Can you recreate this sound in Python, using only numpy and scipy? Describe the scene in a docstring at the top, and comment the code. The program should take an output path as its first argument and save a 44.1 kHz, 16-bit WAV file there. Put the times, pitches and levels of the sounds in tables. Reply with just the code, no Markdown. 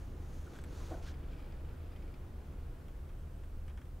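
"""A door closer draws an office door slowly shut: friction makes it rub, its hydraulic fluid hisses in a faint
whistle, its arm ticks, and the latch rings against the frame. The man who lets go of the door brushes his vest
with a sleeve, sets a foot down and scuffs a shoe; sliding contact gives noise, impacts excite resonances.
Ventilation rumbles throughout, and the air noise of the hallway fades as the gap narrows."""
import sys
import numpy as np
from scipy import signal
from scipy.fft import rfft, irfft
from scipy.io import wavfile
from scipy.ndimage import uniform_filter1d

SR = 44100
rng = np.random.default_rng(int(sys.argv[2]) if len(sys.argv) > 2 else 0)


def file_out(sig):
    """Save sig as 16-bit WAV at sys.argv[1]."""
    # one column per channel
    cols = np.atleast_2d(sig).T
    # limit, then scale
    lim = np.clip(cols, -1, 1)
    pcm = np.round(lim * 32767).astype(np.int16)
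    wavfile.write(sys.argv[1], SR, pcm)


N = 176400
T = np.arange(N) / SR
HZ = np.maximum(np.fft.rfftfreq(N, 1 / SR), 1)

# duct rumble in the room: frequency_hz, density_db
DUCT_SPECTRUM = [(8, -75.5), (23, -62.5), (31, -64), (38, -63.5), (45, -68.5), (53, -62.5), (68, -67.5),
                 (77, -67.5), (88, -72), (110, -79.5), (145, -78.5), (200, -84), (330, -90), (500, -92.5),
                 (900, -100), (1400, -102), (2000, -109), (3000, -112), (5000, -121), (16000, -135)]
# fan tones: pitch_hz, rms_db
FAN_PARTIALS = [(29.8, -53.5), (78.3, -51), (120, -64), (139, -69), (159, -70.5), (359, -71.5)]
# hallway air with the door wide open: frequency_hz, density_db
HALLWAY_SPECTRUM = [(90, -76.5), (140, -77), (200, -84.5), (290, -82), (480, -88), (700, -93.5),
                    (950, -97.5), (1450, -99.5), (2000, -105), (3000, -109), (5000, -118), (9000, -130)]
# its transmission through the door gap: time_s, gain_db
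GAP_GAIN = [(0, -1.5), (.6, 0.5), (1.4, 0), (2.6, -3), (3.3, -6), (3.7, -9.5), (4, -16)]
# narrow resonances of the space: centre_hz, width_hz, boost_db
ROOM_MODES = [(263, 8.2, 2.5), (303, 12, 2.5), (493, 15, 4), (844, 7.6, 7.5)]
# stereo width of the air noise: frequency_hz, side_minus_mid_db
AIR_WIDTH = [(28, -38), (82, -27), (130, -13.5), (350, -9.5), (750, -5.5), (1050, -6), (1250, -2.5),
             (1900, -5.5), (3000, -6.5), (6000, -18)]

# tiny dry snaps: start_s, level_db
SNAP_IMPULSES = [(.518, -57), (.5445, -50), (.5625, -52), (.5865, -49), (0.64, -46), (2.884, -46)]
# sleeve strokes: start_s, rise_s, hold_s, fall_s, gain_db
SLEEVE_STROKES = [(0.632, 0.14, 0.11, .15, -0.5), (0.458, 0.082, 0.024, 0.068, -5.5)]
# sleeve friction: frequency_hz, density_db
SLEEVE_SPECTRUM = [(250, -86), (600, -93.5), (1300, -92.5), (2000, -102), (4400, -101), (5300, -103),
                   (6400, -101), (8000, -108), (15000, -118)]
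# the arm sliding lightly down the vest: time_s, gain_db
SLIDE_GAIN = [(0, -2.5), (.15, -9.5), (.34, 1), (.43, -1), (.5, -4), (.7, -7), (1.0, -2), (1.25, -33)]
# friction of that slide: frequency_hz, density_db
SLIDE_SPECTRUM = [(900, -106), (2000, -109), (4000, -111), (5200, -111), (6400, -105), (8000, -115),
                  (10500, -115), (15000, -125)]
# knocks of the vest's fastenings as he turns: start_s, gain_db
FASTENING_HITS = [(.535, -2), (.554, -3), (.561, -1), (.588, 2.5), (.639, 2.5)]
# their closely packed resonances: frequency_hz, density_db
FASTENING_SPECTRUM = [(900, -104), (1550, -87), (2350, -94.5), (2800, -99), (3450, -91), (4300, -102),
                      (8700, -112), (11000, -107), (15000, -120)]
# clinks of the zip pull: start_s, level_db
ZIP_HITS = [(.4675, -67), (.586, -61), (.6162, -62), (.6388, -57), (.6447, -65)]
# its modes: frequency_hz, gain_db, t60_s
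ZIP_MODES = [(7960, -3.5, .028), (8080, -1, 0.013), (11940, -6, .01)]

# a light shift of weight, then heel and sole: start_s, rise_s, hold_s, fall_s, gain_db
FOOT_STROKES = [(.533, 0.0014, 0.004, .006, -13.5), (.906, 0.0059, 0.023, 0.028, -2),
                (.945, 0.022, 0.0089, 0.061, -10.5)]
# thud of the floor: frequency_hz, density_db
FLOOR_SPECTRUM = [(150, -106), (270, -71.5), (350, -70.5), (530, -76.5), (690, -72), (850, -79),
                  (1100, -88), (1500, -89.5), (2500, -101), (5000, -115)]
# its sharper resonances: centre_hz, width_hz, boost_db
FLOOR_MODES = [(338, 38, 5.5), (523, 27, 11), (668, 59, 7), (1055, 60, 4)]
# shoe scuffs: start_s, rise_s, hold_s, fall_s, gain_db
SCUFF_STROKES = [(1.02, 0.0085, 0.012, 0.052, -3.5), (1.054, 0.016, 0.027, 0.041, -2)]
# sole friction: frequency_hz, density_db
SOLE_SPECTRUM = [(500, -104), (1500, -90.5), (1900, -99), (2250, -94), (2550, -99), (3000, -94.5),
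                 (6000, -99), (8000, -107), (15000, -118)]
# chirps of gripping rubber: start_s, rise_s, hold_s, fall_s, rms_db, pitch_hz
SQUEAK_STROKES = [(0.464, .004, 0.012, .008, -60.5, 1400), (.941, .003, .004, .004, -58, 1480),
                  (1.055, .004, 0.023, 0.041, -62.5, 1580)]

# the course of the closer's rubbing: time_s, gain_db
CLOSER_GAIN = [(1.05, -19), (1.27, -7), (1.34, -1.5), (1.47, -3.5), (1.56, -12), (1.7, -7), (2.1, -10.5),
               (2.25, -23), (2.52, -8.5), (2.8, -24)]
# closer friction: frequency_hz, density_db
CLOSER_SPECTRUM = [(600, -101), (1400, -99), (2000, -108), (2420, -97), (2700, -106), (3100, -103),
                   (4000, -111), (4900, -109), (6000, -121), (10000, -129)]
# the closer's high whistle near the end: start_s, rise_s, hold_s, fall_s, density_db
WHISTLE_STROKES = [(3.05, .2, 0.42, .15, -120)]
# ticks of the closer arm: start_s, gain_db
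ARM_HITS = [(1.14, -1.5), (1.236, -5), (1.317, -8), (1.401, -1), (1.443, -7), (1.522, -1.5), (1.919, -2.5),
            (1.961, 0.5), (2.024, -3.5), (2.078, -5), (2.14, 0.5)]
# its resonances: frequency_hz, density_db
ARM_SPECTRUM = [(1700, -108), (2350, -88.5), (2750, -101), (3150, -97.5), (4300, -107), (4950, -98),
                (5600, -116)]
# latch and hinge ticks: start_s, gain_db
LATCH_HITS = [(2.883, -1), (3.092, -2), (3.436, -2), (3.6805, 4), (3.698, -1), (3.704, -16), (3.775, 3.5),
              (3.783, -8), (3.8155, -1), (3.855, -5)]
# resonances of door and frame: frequency_hz, density_db
FRAME_SPECTRUM = [(650, -104), (1100, -94.5), (1600, -93.5), (2200, -96.5), (2700, -102), (3250, -99.5),
                  (4500, -116), (8100, -114), (14000, -122)]
# modes of the latch bolt: frequency_hz, level_db, t60_s
BOLT_MODES = [(1700, -71, .035), (3240, -65, 0.024), (5570, -59, .002)]


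def from_db(db):
    """Amplitude grows tenfold for every 20 dB."""
    return 10 ** (np.asarray(db) / 20)


def spectrum(points):
    """A spectral envelope in dB, interpolated over log frequency."""
    hz, db = np.transpose(points)
    return np.interp(np.log(HZ), np.log(hz), db)


def resonances(modes):
    """Each resonance adds a bell-shaped boost in dB about its centre."""
    return sum(db / (1 + (2 * (HZ - hz) / width) ** 2) for hz, width, db in modes)


def envelope(points):
    """An amplitude envelope, interpolated in decibels."""
    return from_db(np.interp(T, *np.transpose(points)))


def strokes(rows):
    """Superposed trapezoidal envelopes: each rises, holds and falls."""
    return sum(from_db(db) * np.interp(T, start + np.cumsum([0, rise, hold, fall]), [0, 1, 1, 0])
               for start, rise, hold, fall, db in rows)


def drift(rate_hz):
    """Low-passed noise gives a random fluctuation of unit variance."""
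    slow = irfft(rfft(rng.standard_normal(N)) / (1 + (HZ / rate_hz) ** 2), N)
    return slow / slow.std()


def noise(density_db, side_db=-40):
    """Mid-side noise of a given density per Hz; a weak side signal places it straight ahead."""
    spectra = rfft(rng.standard_normal((2, N))) * from_db(density_db) * np.sqrt(SR / 2)
    mid = irfft(spectra[0], N)
    side = irfft(spectra[1] * from_db(side_db), N)
    return np.array([mid + side, mid - side])


def grainy_noise(density_db, grain_db, grain_hz):
    """Random amplitude modulation gives noise the grain of surfaces that catch and slip."""
    return noise(density_db) * from_db(grain_db * drift(grain_hz))


def impulses(hits):
    """An ideal impact lasts a single sample."""
    train = np.zeros(N)
    for start, db in hits:
        train[int(start * SR)] = from_db(db)
    return train


def dense_ring(hits, body, t60_1khz_s, rise_s=0.00037):
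    """Closely packed modes ring as decaying noise after an impact; higher octaves die sooner."""
    ringing = rfft(noise(spectrum(body)))
    force = uniform_filter1d(impulses(hits), int(rise_s * SR)) + 1e-18
    octaves_above_1khz = np.clip(np.log2(HZ / 1000), 0, 4)
    out = 0
    for octave in range(5):
        band = np.maximum(1 - np.abs(octaves_above_1khz - octave), 0)
        t60 = t60_1khz_s / 2 ** (0.29 * octave)
        pole = np.exp(-np.log(1000) / (t60 * SR))
        decay = signal.lfilter([1], [1, -pole], force)
        out = out + irfft(ringing * band, N) * decay
    return out


def modal_ring(hits, modes):
    """A small struck metal part vibrates freely as a sum of damped sinusoids."""
    out = np.zeros(N)
    for start_s, hit_db in hits:
        start = int(start_s * SR)
        t = T[:min(SR // 4, N - start)]
        for hz, mode_db, t60 in modes:
            decay = from_db(hit_db + mode_db - 60 * t / t60)
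            out[start:start + len(t)] += decay * np.sin(2 * np.pi * hz * t)
    return out


def air_noise(points):
    """The resonances of the space colour broadband airflow noise."""
    return noise(spectrum(points) + resonances(ROOM_MODES), spectrum(AIR_WIDTH))


def ventilation(wander_hz=1.38, flutter_db=2):
    """Duct flow gives rumble; the fan's periodic motion adds tones, wavering in pitch and level."""
    air = air_noise(DUCT_SPECTRUM)
    for hz, db in FAN_PARTIALS:
        phase = 2 * np.pi * np.cumsum(hz + wander_hz * drift(3.67)) / SR
        air += np.sqrt(2) * from_db(db + flutter_db * drift(18)) * np.sin(phase)
    return air


def hallway():
    """A narrowing aperture transmits less of the air noise beyond it."""
    return envelope(GAP_GAIN) * air_noise(HALLWAY_SPECTRUM)


def snaps(cutoff_hz=4500):
    """High-passed impulses are heard as bright clicks with no ring."""
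    highpass = signal.butter(1, cutoff_hz, "high", fs=SR, output="sos")
    return signal.sosfilt(highpass, impulses(SNAP_IMPULSES) + 1e-18)


def cloth():
    """Sliding friction between sleeve and vest radiates grainy noise."""
    brush = grainy_noise(spectrum(SLEEVE_SPECTRUM), grain_db=1.5, grain_hz=250)
    slide = grainy_noise(spectrum(SLIDE_SPECTRUM), grain_db=1.5, grain_hz=120)
    return strokes(SLEEVE_STROKES) * brush + envelope(SLIDE_GAIN) * slide


def fastenings():
    """Light impacts excite the modes of the vest's fastenings and zip pull."""
    jingle = dense_ring(FASTENING_HITS, FASTENING_SPECTRUM, t60_1khz_s=0.053)
    return jingle + modal_ring(ZIP_HITS, ZIP_MODES)


def footsteps():
    """The foot's impact drives the floor's resonances; friction of the sole adds scuffs."""
    floor_db = spectrum(FLOOR_SPECTRUM) + resonances(FLOOR_MODES)
    thud = grainy_noise(floor_db, grain_db=1.0, grain_hz=120)
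    scuff = grainy_noise(spectrum(SOLE_SPECTRUM), grain_db=-1.5, grain_hz=420)
    return strokes(FOOT_STROKES) * thud + strokes(SCUFF_STROKES) * scuff


def squeaks(wander_hz=91, roughness_db=1):
    """Stick-slip oscillation of the rubber sole gives short tones of unsteady pitch."""
    wander = wander_hz * drift(150)
    roughness = from_db(roughness_db * drift(200))
    chirps = sum(strokes([stroke]) * np.sin(2 * np.pi * np.cumsum(hz + wander) / SR)
                 for *stroke, hz in SQUEAK_STROKES)
    return np.sqrt(2) * roughness * chirps


def door_closer(whistle_hz=8200, whistle_width_hz=520):
    """Friction gives broadband rubbing; the hydraulic fluid hisses in a broken narrowband whistle; ticks set
    the arm ringing."""
    rub = envelope(CLOSER_GAIN) * grainy_noise(spectrum(CLOSER_SPECTRUM), grain_db=3.5, grain_hz=57)
    band_db = -10 * np.log10(1 + (2 * (HZ - whistle_hz) / whistle_width_hz) ** 4)
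    whistle = strokes(WHISTLE_STROKES) * grainy_noise(band_db, grain_db=7.0, grain_hz=28)
    return rub + whistle + dense_ring(ARM_HITS, ARM_SPECTRUM, t60_1khz_s=0.11)


def door_latch():
    """Each contact excites the dense modes of door and frame and the few modes of the bolt."""
    frame = dense_ring(LATCH_HITS, FRAME_SPECTRUM, t60_1khz_s=0.099)
    return frame + modal_ring(LATCH_HITS, BOLT_MODES)


def scene():
    """Sound pressures superpose: man and door straight ahead, over the wider air noise."""
    background = ventilation() + hallway()
    man = cloth() + fastenings() + footsteps() + squeaks()
    return background + snaps() + man + door_closer() + door_latch()


def record(dry, cutoff_hz=15700):
    """Microphone self-noise adds white hiss, and a steep low-pass limits the bandwidth."""
    hiss = noise(density_db=-117.8, side_db=-3.5)
    lowpass = signal.ellip(12, .1, 70, cutoff_hz, fs=SR, output="sos")
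    return signal.sosfilt(lowpass, dry + hiss)


dry = scene()
out = record(dry)
file_out(out)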